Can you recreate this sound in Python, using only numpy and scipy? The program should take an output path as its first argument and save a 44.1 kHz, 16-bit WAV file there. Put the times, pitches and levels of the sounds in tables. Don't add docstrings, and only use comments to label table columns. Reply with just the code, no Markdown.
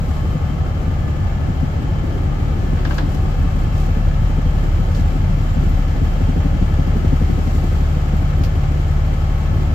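import sys
import numpy as np
from scipy import signal
from scipy.fft import rfft, irfft, next_fast_len
from scipy.io import wavfile

SR = 44100
rng = np.random.default_rng(int(sys.argv[2]) if len(sys.argv) > 2 else 0)


def generate_wav(sig):
    pcm = np.round(np.clip(np.atleast_2d(sig).T, -1, 1) * 32767).astype(np.int16)
    wavfile.write(sys.argv[1], SR, pcm)


N = 429534
LOADING_S = (0.68, 5.7)


def gain_of(db):
    return 10 ** (np.asarray(db) / 20)


def unit_rms(x):
    return x / np.sqrt(np.mean(x ** 2) + 1e-20)


def ramp(start_s, end_s):
    return np.clip((np.arange(N) / SR - start_s) / max(end_s - start_s, .01), 0, 1)


def automation(rows):
    times_s, *columns = np.transpose(rows)
    return [np.interp(np.arange(N) / SR, times_s, column) for column in columns]


def add(mix, start_s, sound):
    part = mix[..., max(round(start_s * SR), 0):][..., :sound.shape[-1]]
    part += sound[..., :part.shape[-1]]


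def bins():
    return np.fft.rfftfreq(next_fast_len(N), 1 / SR)


def spectrum(points):
    hz, value = np.transpose(points)
    return np.interp(np.log(bins() + 1), np.log(hz + 1), value)


def equalise(x, db):
    size = next_fast_len(N)
    return irfft(rfft(x, size) * gain_of(db), size)[..., :N]


def drift(rate_hz):
    return unit_rms(equalise(rng.standard_normal(N), -np.minimum(10 * (bins() / rate_hz) ** 2, 200)))


# freq_hz, correlation
EAR_LIKENESS = [(30, 0.65), (130, 1), (250, 0.56), (500, 0.7), (1000, -0.17), (2000, 0), (12000, 0)]

def cab_noise(shape_db, drive=1.):
    alike = np.clip(spectrum(EAR_LIKENESS), -.999, .999)
    mid, side = rng.standard_normal((2, N)) * drive
    mid = equalise(mid, shape_db + 10 * np.log10(1 + alike))
    side = equalise(side, shape_db + 10 * np.log10(1 - alike))
    return unit_rms(np.array([mid + side, mid - side]))


# time_s, firing_rate_hz
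FIRING_RATE = [(0, 36.27), (6.2, 36.2), (7.0, 35.32), (7.9, 36.12), (9.1, 36.35), (9.6, 36.7)]

def engine_cycles():
    return np.cumsum(automation(FIRING_RATE)[0]) / SR / len(CYLINDER_KNOCKS)


# firing_multiple, before_db, after_db, start_s, end_s
BOOM_TONES = [(1, -27, -17, 1.3, 4.2), (2, -24.6, -20.3, 6.3, 6.8), (2.5, -29, -24.5, 2.5, 8),
              (4, -28, -25, 7.4, 8.1)]
# cycle_multiple, level_db
WEAK_TONES = [(4, -44), (5, -42), (9, -32.5), (11, -38), (13, -38), (14, -38), (16, -42), (18, -35.5),
              (21, -44), (23, -46), (26, -43), (30, -43), (32, -39), (36, -45), (42, -47), (44, -49),
              (48, -47), (60, -57)]

def drone(cycles, ease_from_s=4.5, ease_db_per_s=0.73, wander_db=.7, waver=0.16):
    out = np.zeros(N)
    ease_db = ease_db_per_s * np.maximum(np.arange(N) / SR - ease_from_s, 0)
    for multiple, before_db, after_db, start_s, end_s in BOOM_TONES:
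        db = before_db + (after_db - before_db) * ramp(start_s, end_s)
        db += -ease_db if multiple == 1 else wander_db * drift(1.0)
        out += gain_of(db) * np.cos(2 * np.pi * multiple * len(CYLINDER_KNOCKS) * cycles)
    for multiple, db in WEAK_TONES:
        level = gain_of(db) * (1 + waver * drift(0.69))
        out += level * np.cos(2 * np.pi * (multiple * cycles + rng.random()))
    return np.sqrt(2) * out


# time_s, panels_db, rumble_db
GROUND_LEVELS = [(0, -35, -17), (.3, -36, -24), (1.1, -35.5, -22.5), (1.9, -34.5, -23), (2.9, -32.5, -24),
                 (3.5, -36.5, -22), (7, -33, -22.5), (8.5, -35.5, -25), (9.7, -34.5, -23.5)]
# freq_hz, gain_db
PANEL_EQ = [(90, -47), (170, -4.5), (270, 1), (320, 0), (365, -0.5), (435, -8.5), (700, -48)]
# freq_hz, gain_db
RUMBLE_EQ = [(10, -24), (20, -7), (30, 0.5), (50, 6), (62, -1.5), (82, 1.5), (100, 5.5), (125, -2.5),
             (185, -4), (225, -11.5), (400, -77)]

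def chassis(cycles, throb_db=2.3, lumps_db=2):
    panels_db, rumble_db = automation(GROUND_LEVELS)
    throb = np.cos(2 * np.pi * (2 * cycles - 0.02))
    panels = cab_noise(spectrum(PANEL_EQ), gain_of(throb_db * throb + lumps_db * drift(9.4)))
    rumble = cab_noise(spectrum(RUMBLE_EQ), gain_of(lumps_db * drift(9.8)))
    return gain_of(rumble_db) * rumble + gain_of(panels_db) * panels


CYLINDER_KNOCKS = [5, 1.5, -8, 3.5, 5.5, 1]

def knocks(cycles, decay_firings=0.47, scatter_db=2):
    firing, since = np.divmod(cycles * len(CYLINDER_KNOCKS), 1)
    firing = firing.astype(int)
    accent_db = np.array(CYLINDER_KNOCKS)[firing % len(CYLINDER_KNOCKS)]
    return gain_of(accent_db + scatter_db * rng.standard_normal(N)[firing]) * np.exp(-since / decay_firings)


# freq_hz, gain_db
CLATTER_EQ = [(200, -11.5), (400, -10), (490, -1), (620, -2), (850, -3), (980, -13), (1300, -9),
              (1600, -11), (1870, -14), (2150, -15), (3250, -18), (3600, -22), (7400, -28.5), (8900, -50)]
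# pitch_hz, width_hz, boost_db
BLOCK_RESONANCES = [(552, 8.4, 2), (760, 11.8, 7), (882, 38, 3), (1087, 164, 6), (1284, 90, 5.5),
                    (1510, 33, 1), (1724, 38, 9), (2035, 75, 4.5), (2144, 36, 6), (2300, 45, 6),
                    (2660, 47, 5), (2900, 45, 4.5), (3080, 33, 6.5), (3202, 41, 7)]

def clatter(knock, level_db=-33.0, depth=0.19, unloaded_treble_db=-2.0, split_hz=1400):
    ring_db = sum(db / (1 + (2 * (bins() - hz) / width) ** 2) for hz, width, db in BLOCK_RESONANCES)
    sound = cab_noise(spectrum(CLATTER_EQ) + ring_db, 1 + depth * knock)
    treble = sound - equalise(sound, -20 * np.log10(1 + (bins() / split_hz) ** 4))
    sound += (gain_of(unloaded_treble_db * (1 - ramp(*LOADING_S))) - 1) * treble
    return gain_of(level_db + 0.024 * automation(SHAKE_LEVEL)[0]) * sound


# freq_hz, gain_db
HISS_EQ = [(1500, -24), (4000, 14.5), (6300, 7.5), (7400, 12.5), (8100, 6), (8800, -2), (10700, 1),
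           (11800, 6.5), (12600, 7), (13300, 1), (14000, 1), (15700, -5)]
# time_s, relative_db
HISS_FADER = [(0.1, -63.5), (.6, -68), (2.4, -68), (2.9, -65.5), (7, -65.5), (7.6, -62), (8.2, -66)]

def hiss(knock, makeup_db=13.5, flutter_db=.8, depth=0.11):
    level_db = automation(HISS_FADER)[0] + makeup_db + flutter_db * drift(12)
    return gain_of(level_db) * cab_noise(spectrum(HISS_EQ), 1 + depth * knock)


# start_s, end_s, pitch_hz, level_db
WHINE_CUES = [(0, 1.4, 1205, -47.5), (0, .8, 1095, -51), (0, 4.1, 1738, -56), (0, 1.0, 3085, -56),
              (.87, 1.27, 1732, -49), (1.75, 2.25, 3095, -55), (1.8, 2.7, 1205, -52), (1.8, 3.2, 365, -44),
              (3.05, 3.95, 1205, -49), (3.05, 3.95, 1100, -51), (3.05, 3.95, 2615, -56),
              (2.4, 7, 3190, -61), (9.15, 9.8, 1100, -52), (9.15, 9.8, 1280, -51)]

def whines(fade_s=0.14, width_hz=24, fuzz=.65):
    out = np.zeros((2, N))
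    lowpass = signal.butter(2, width_hz / 2, fs=SR, output="sos")
    for start_s, end_s, hz, db in WHINE_CUES:
        t = np.arange(0, max(end_s - start_s, fade_s), 1 / SR)
        real, imag = signal.sosfilt(lowpass, rng.standard_normal((2, 2, N // 2))[..., :len(t)])
        wobble = 1 + fuzz * (unit_rms(real) + 1j * unit_rms(imag))
        tone = unit_rms((wobble * np.exp(2j * np.pi * hz * t)).real)
        fade = np.minimum(np.minimum(t, t[-1] - t) / fade_s, 1)
        add(out, start_s, gain_of(db) * fade * tone)
    return out


# freq_hz, gain_db
BUZZ_EQ = [(3000, -10), (6000, 0), (7350, -8), (8600, -12), (10500, -11), (12400, -5), (13500, -12),
           (15500, -11)]

def buzz(knock, loaded_db=-63, grains_per_s=110, spread_db=2.2, decay_s=0.0013):
    struck = rng.random(N) < grains_per_s / SR * knock / knock.mean()
    hits = struck * gain_of(spread_db * np.minimum(rng.exponential(1, N), 3))
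    grains = unit_rms(signal.lfilter([1], [1, -np.exp(-1 / (decay_s * SR))], hits))
    level = gain_of(loaded_db) * (1 + ramp(*LOADING_S)) / 2
    return level * grains * cab_noise(spectrum(BUZZ_EQ))


# time_s, relative_db
SHAKE_LEVEL = [(0, -16), (1.1, -20), (1.8, -11.5), (4.3, -6), (5.9, -8), (6.25, -3.5), (7.0, 3.5),
               (7.6, -1.5), (8.2, -7.5), (9, -17)]
# start_s, level_db
HARD_JOLTS = [(0.342, -15), (.401, -20), (.867, -19.5), (1.481, -18), (1.617, -16), (1.781, -19),
              (2.025, -17.5), (2.304, -23.5), (2.494, -23), (2.716, -21), (2.854, -19.5), (3.02, -18),
              (3.132, -19.5), (3.437, -19), (3.654, -21.5), (3.79, -19.5), (3.872, -18), (3.954, -17),
              (4.286, -20), (4.371, -16.5), (4.448, -18), (4.784, -19.5), (4.977, -18.5), (5.145, -18),
              (5.221, -20), (5.559, -16.5), (5.629, -24), (6.005, -16), (6.195, -15.5), (6.276, -16),
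              (6.354, -13.5), (6.441, -15), (6.609, -14.5), (7.117, -14.5), (7.288, -15), (7.462, -16.5),
              (7.63, -19), (8.124, -16.5), (8.401, -20.5)]

def jolts(cycles, thump_phase=.83, thump_db=-17.5, scatter_db=1.2, gap_s=.035):
    at = np.flatnonzero(np.diff(np.floor(2 * cycles - thump_phase)))
    scatter = rng.uniform(-1, 1, N)[:len(at)]
    thumps = zip(at / SR, thump_db + automation(SHAKE_LEVEL)[0][at] + scatter_db * scatter)
    return HARD_JOLTS + [(s, db) for s, db in thumps if all(abs(s - h) > gap_s for h, _ in HARD_JOLTS)]


# pitch_hz, attack_s, gain_db
CAB_MODES = [(80.9, 0.034, -3), (160, .016, -.5), (250, .016, -5.5), (284, 0.015, -9.5), (395, 0.013, -19),
             (490, 0.012, -11)]

def shudder(cues, detune=0.061, steepness=3.8, width=0.48, bright_above_db=-11.5):
    t, out = np.arange(SR // 8) / SR, np.zeros((2, N))
    pivot_hz = CAB_MODES[1][0]
    for start_s, db in cues:
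        for hz, attack_s, mode_db in CAB_MODES:
            tuning, phase, side = rng.standard_normal(3)
            swell = (t / attack_s * np.exp(1 - t / attack_s)) ** steepness
            tilt_db = 0.36 * (db - bright_above_db) * np.log2(hz / pivot_hz)
            ear_phase = np.array([[1], [-1]]) * width * side * min(hz / 280, 1.5) ** 2
            turns = hz * (1 + detune * tuning) * t + 0.29 * phase
            swing = swell * np.cos(2 * np.pi * turns + ear_phase)
            add(out, start_s, gain_of(db + mode_db + tilt_db) * swing)
    return out


# start_s, level_db
CLICK_CUES = [(.95, -52), (2.10, -46), (6.31, -51), (6.87, -43), (7.077, -45), (8.435, -30.5), (8.446, -37),
              (8.457, -44)]
# freq_hz, gain_db
CLICK_EQ = [(1500, -5), (2700, 10), (3700, 5), (5000, 10), (6500, 1), (8500, -8), (10000, -10), (12000, -2),
            (14500, -3), (15500, -5)]

def clicks(ticks_per_s=12, tick_db=-61, attack_s=.0015, decay_s=0.0087):
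    struck = rng.random(N) < ticks_per_s / SR
    hits = gain_of(tick_db) * struck * np.minimum(rng.exponential(1, N), 2.5)
    for start_s, db in CLICK_CUES:
        add(hits, start_s, gain_of([db]))
    t = np.arange(SR // 10) / SR
    envelope = (1 - np.exp(-t / attack_s)) * np.exp(-t / decay_s)
    return signal.oaconvolve(hits, envelope)[:N] * cab_noise(spectrum(CLICK_EQ))


# pitch_hz, gain_db
JOINT_MODES = [(7330, 1), (9880, -11), (12500, 0), (15330, -12)]
# centre_s, level_db
CHIRP_CUES = [(3.61, -58), (5.44, -58), (5.50, -59), (5.55, -57), (5.64, -59), (5.70, -56), (6.88, -61),
              (7.57, -60), (7.78, -61), (8.215, -58), (8.38, -55), (8.88, -64), (9.06, -62), (9.22, -61.5),
              (9.39, -64)]

def squeaks(knock, fade_in_s=(2, 5), bed_db=-66.5, wander_db=3.3, chirp_s=.06, width_hz=110):
    rub = gain_of(bed_db + wander_db * drift(14)) * ramp(*fade_in_s)
    for centre_s, db in CHIRP_CUES:
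        add(rub, centre_s - chirp_s / 2, gain_of(db) * np.hanning(int(chirp_s * SR)))
    peaks = sum(gain_of(db) / (1 + (2 * (bins() - hz) / width_hz) ** 4) for hz, db in JOINT_MODES)
    return rub * unit_rms(1 + .3 * knock) * cab_noise(20 * np.log10(peaks + 1e-9))


# start_s, level_db, decay_s, pitch_hz, ring_db, snap_db
RATTLE_CUES = [(2.772, -35, 0.0055, 1600, 3, -16), (2.788, -37, 0.0055, 1580, 2, -16),
               (2.849, -27.5, 0.0066, 1634, 4.5, -6), (2.907, -29.5, 0.0062, 1590, 4.5, -20),
               (2.981, -25, 0.0062, 1660, 3.5, -2.5), (4.946, -36, .018, 1650, -8, -2),
               (4.985, -48, .023, 1640, 0, -3)]
# pitch_multiple, gain_db, decay_multiple
TRIM_PANEL_MODES = [(.185, -6, 4), (.315, -12, 2.5), (.39, -11, 2.5), (.5, -13, 2), (.675, -11, 1),
                    (.8, -9, .7), (.93, -3, .8), (1, 2, .9), (1.07, -3, .7), (1.32, -11, .7),
                    (1.9, -17, .8)]
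# freq_hz, gain_db
WOODY_EQ = [(200, -8), (305, -8), (450, 4), (800, 5), (1100, 9), (1450, 3), (1620, 7), (1850, -1),
            (3000, -3.5), (5000, -9), (9000, -56)]
# freq_hz, gain_db
SNAP_EQ = [(1200, -5), (2600, 9), (4800, 10.5), (7300, 1), (8700, -13), (12300, -17), (15500, -24)]

def rattles(attack_s=0.0015, ring_attack_s=0.0055, tail_s=0.042, hit_db=-9, tail_db=-8, modes_db=5.5):
    t = np.arange(SR // 3) / SR
    woody, snap, ring = np.zeros(N), np.zeros(N), np.zeros((2, N))
    for start_s, db, decay_s, hz, ring_db, snap_db in RATTLE_CUES:
        onset = gain_of(db) * (1 - np.exp(-t / attack_s))
        fall = np.exp(-t / decay_s)
        tail = gain_of(tail_db) * np.exp(-t / tail_s)
        add(woody, start_s, onset * gain_of(ring_db) * (gain_of(hit_db) * fall + tail))
        add(snap, start_s, onset * fall * gain_of(snap_db))
        ring_onset = gain_of(db + ring_db + modes_db) * (1 - np.exp(-t / ring_attack_s))
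        for multiple, mode_db, lasts in TRIM_PANEL_MODES:
            mode_hz = hz * multiple * rng.normal(1, .02)
            tone = np.sin(2 * np.pi * mode_hz * t + 2 * rng.random((2, 1)))
            add(ring, start_s, ring_onset * gain_of(mode_db) * fall ** (1 / lasts) * tone)
    return ring + woody * cab_noise(spectrum(WOODY_EQ)) + snap * cab_noise(spectrum(SNAP_EQ))


# centre_s, level_db, length_s
RUSTLE_CUES = [(2.885, -48.5, 0.13), (2.955, -48, 0.14), (3.14, -49.5, 0.16), (3.81, -48.5, 0.2),
               (4.972, -48, 0.18), (7.487, -52, 0.41)]
# freq_hz, gain_db
GRIT_EQ = [(2500, 0), (5000, 7), (7400, 6), (8700, -5), (12000, 0), (15500, -4)]

def rustles(grain_db=3):
    swell = np.zeros(N)
    for centre_s, db, length_s in RUSTLE_CUES:
        add(swell, centre_s - length_s / 2, gain_of(db) * np.hanning(int(length_s * SR)))
    return swell * gain_of(grain_db * drift(150)) * cab_noise(spectrum(GRIT_EQ))


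# freq_hz, left_minus_right_db
BALANCE = [(40, 0.5), (100, 1.5), (160, 1.5), (270, 8), (380, -4), (550, 2), (740, 3), (1220, 3.5),
           (2000, 2.5), (3300, 2), (6500, 1), (9000, 0.5), (11800, -7.5), (15000, 3)]

def scene():
    cycles = engine_cycles()
    knock = knocks(cycles)
    engine = drone(cycles) + clatter(knock) + hiss(knock) + whines()
    cab = chassis(cycles) + rattles() + rustles() + clicks() + buzz(knock) + squeaks(knock)
    cab += shudder(jolts(cycles))
    return equalise(engine + cab, np.array([[.5], [-.5]]) * spectrum(BALANCE))


def record(dry, cutoff_hz=15750):
    lowpass = signal.firwin(511, cutoff_hz, window=("kaiser", 9), fs=SR)
    return signal.oaconvolve(dry, lowpass[None], "same")


dry = scene()
out = record(dry)
generate_wav(out)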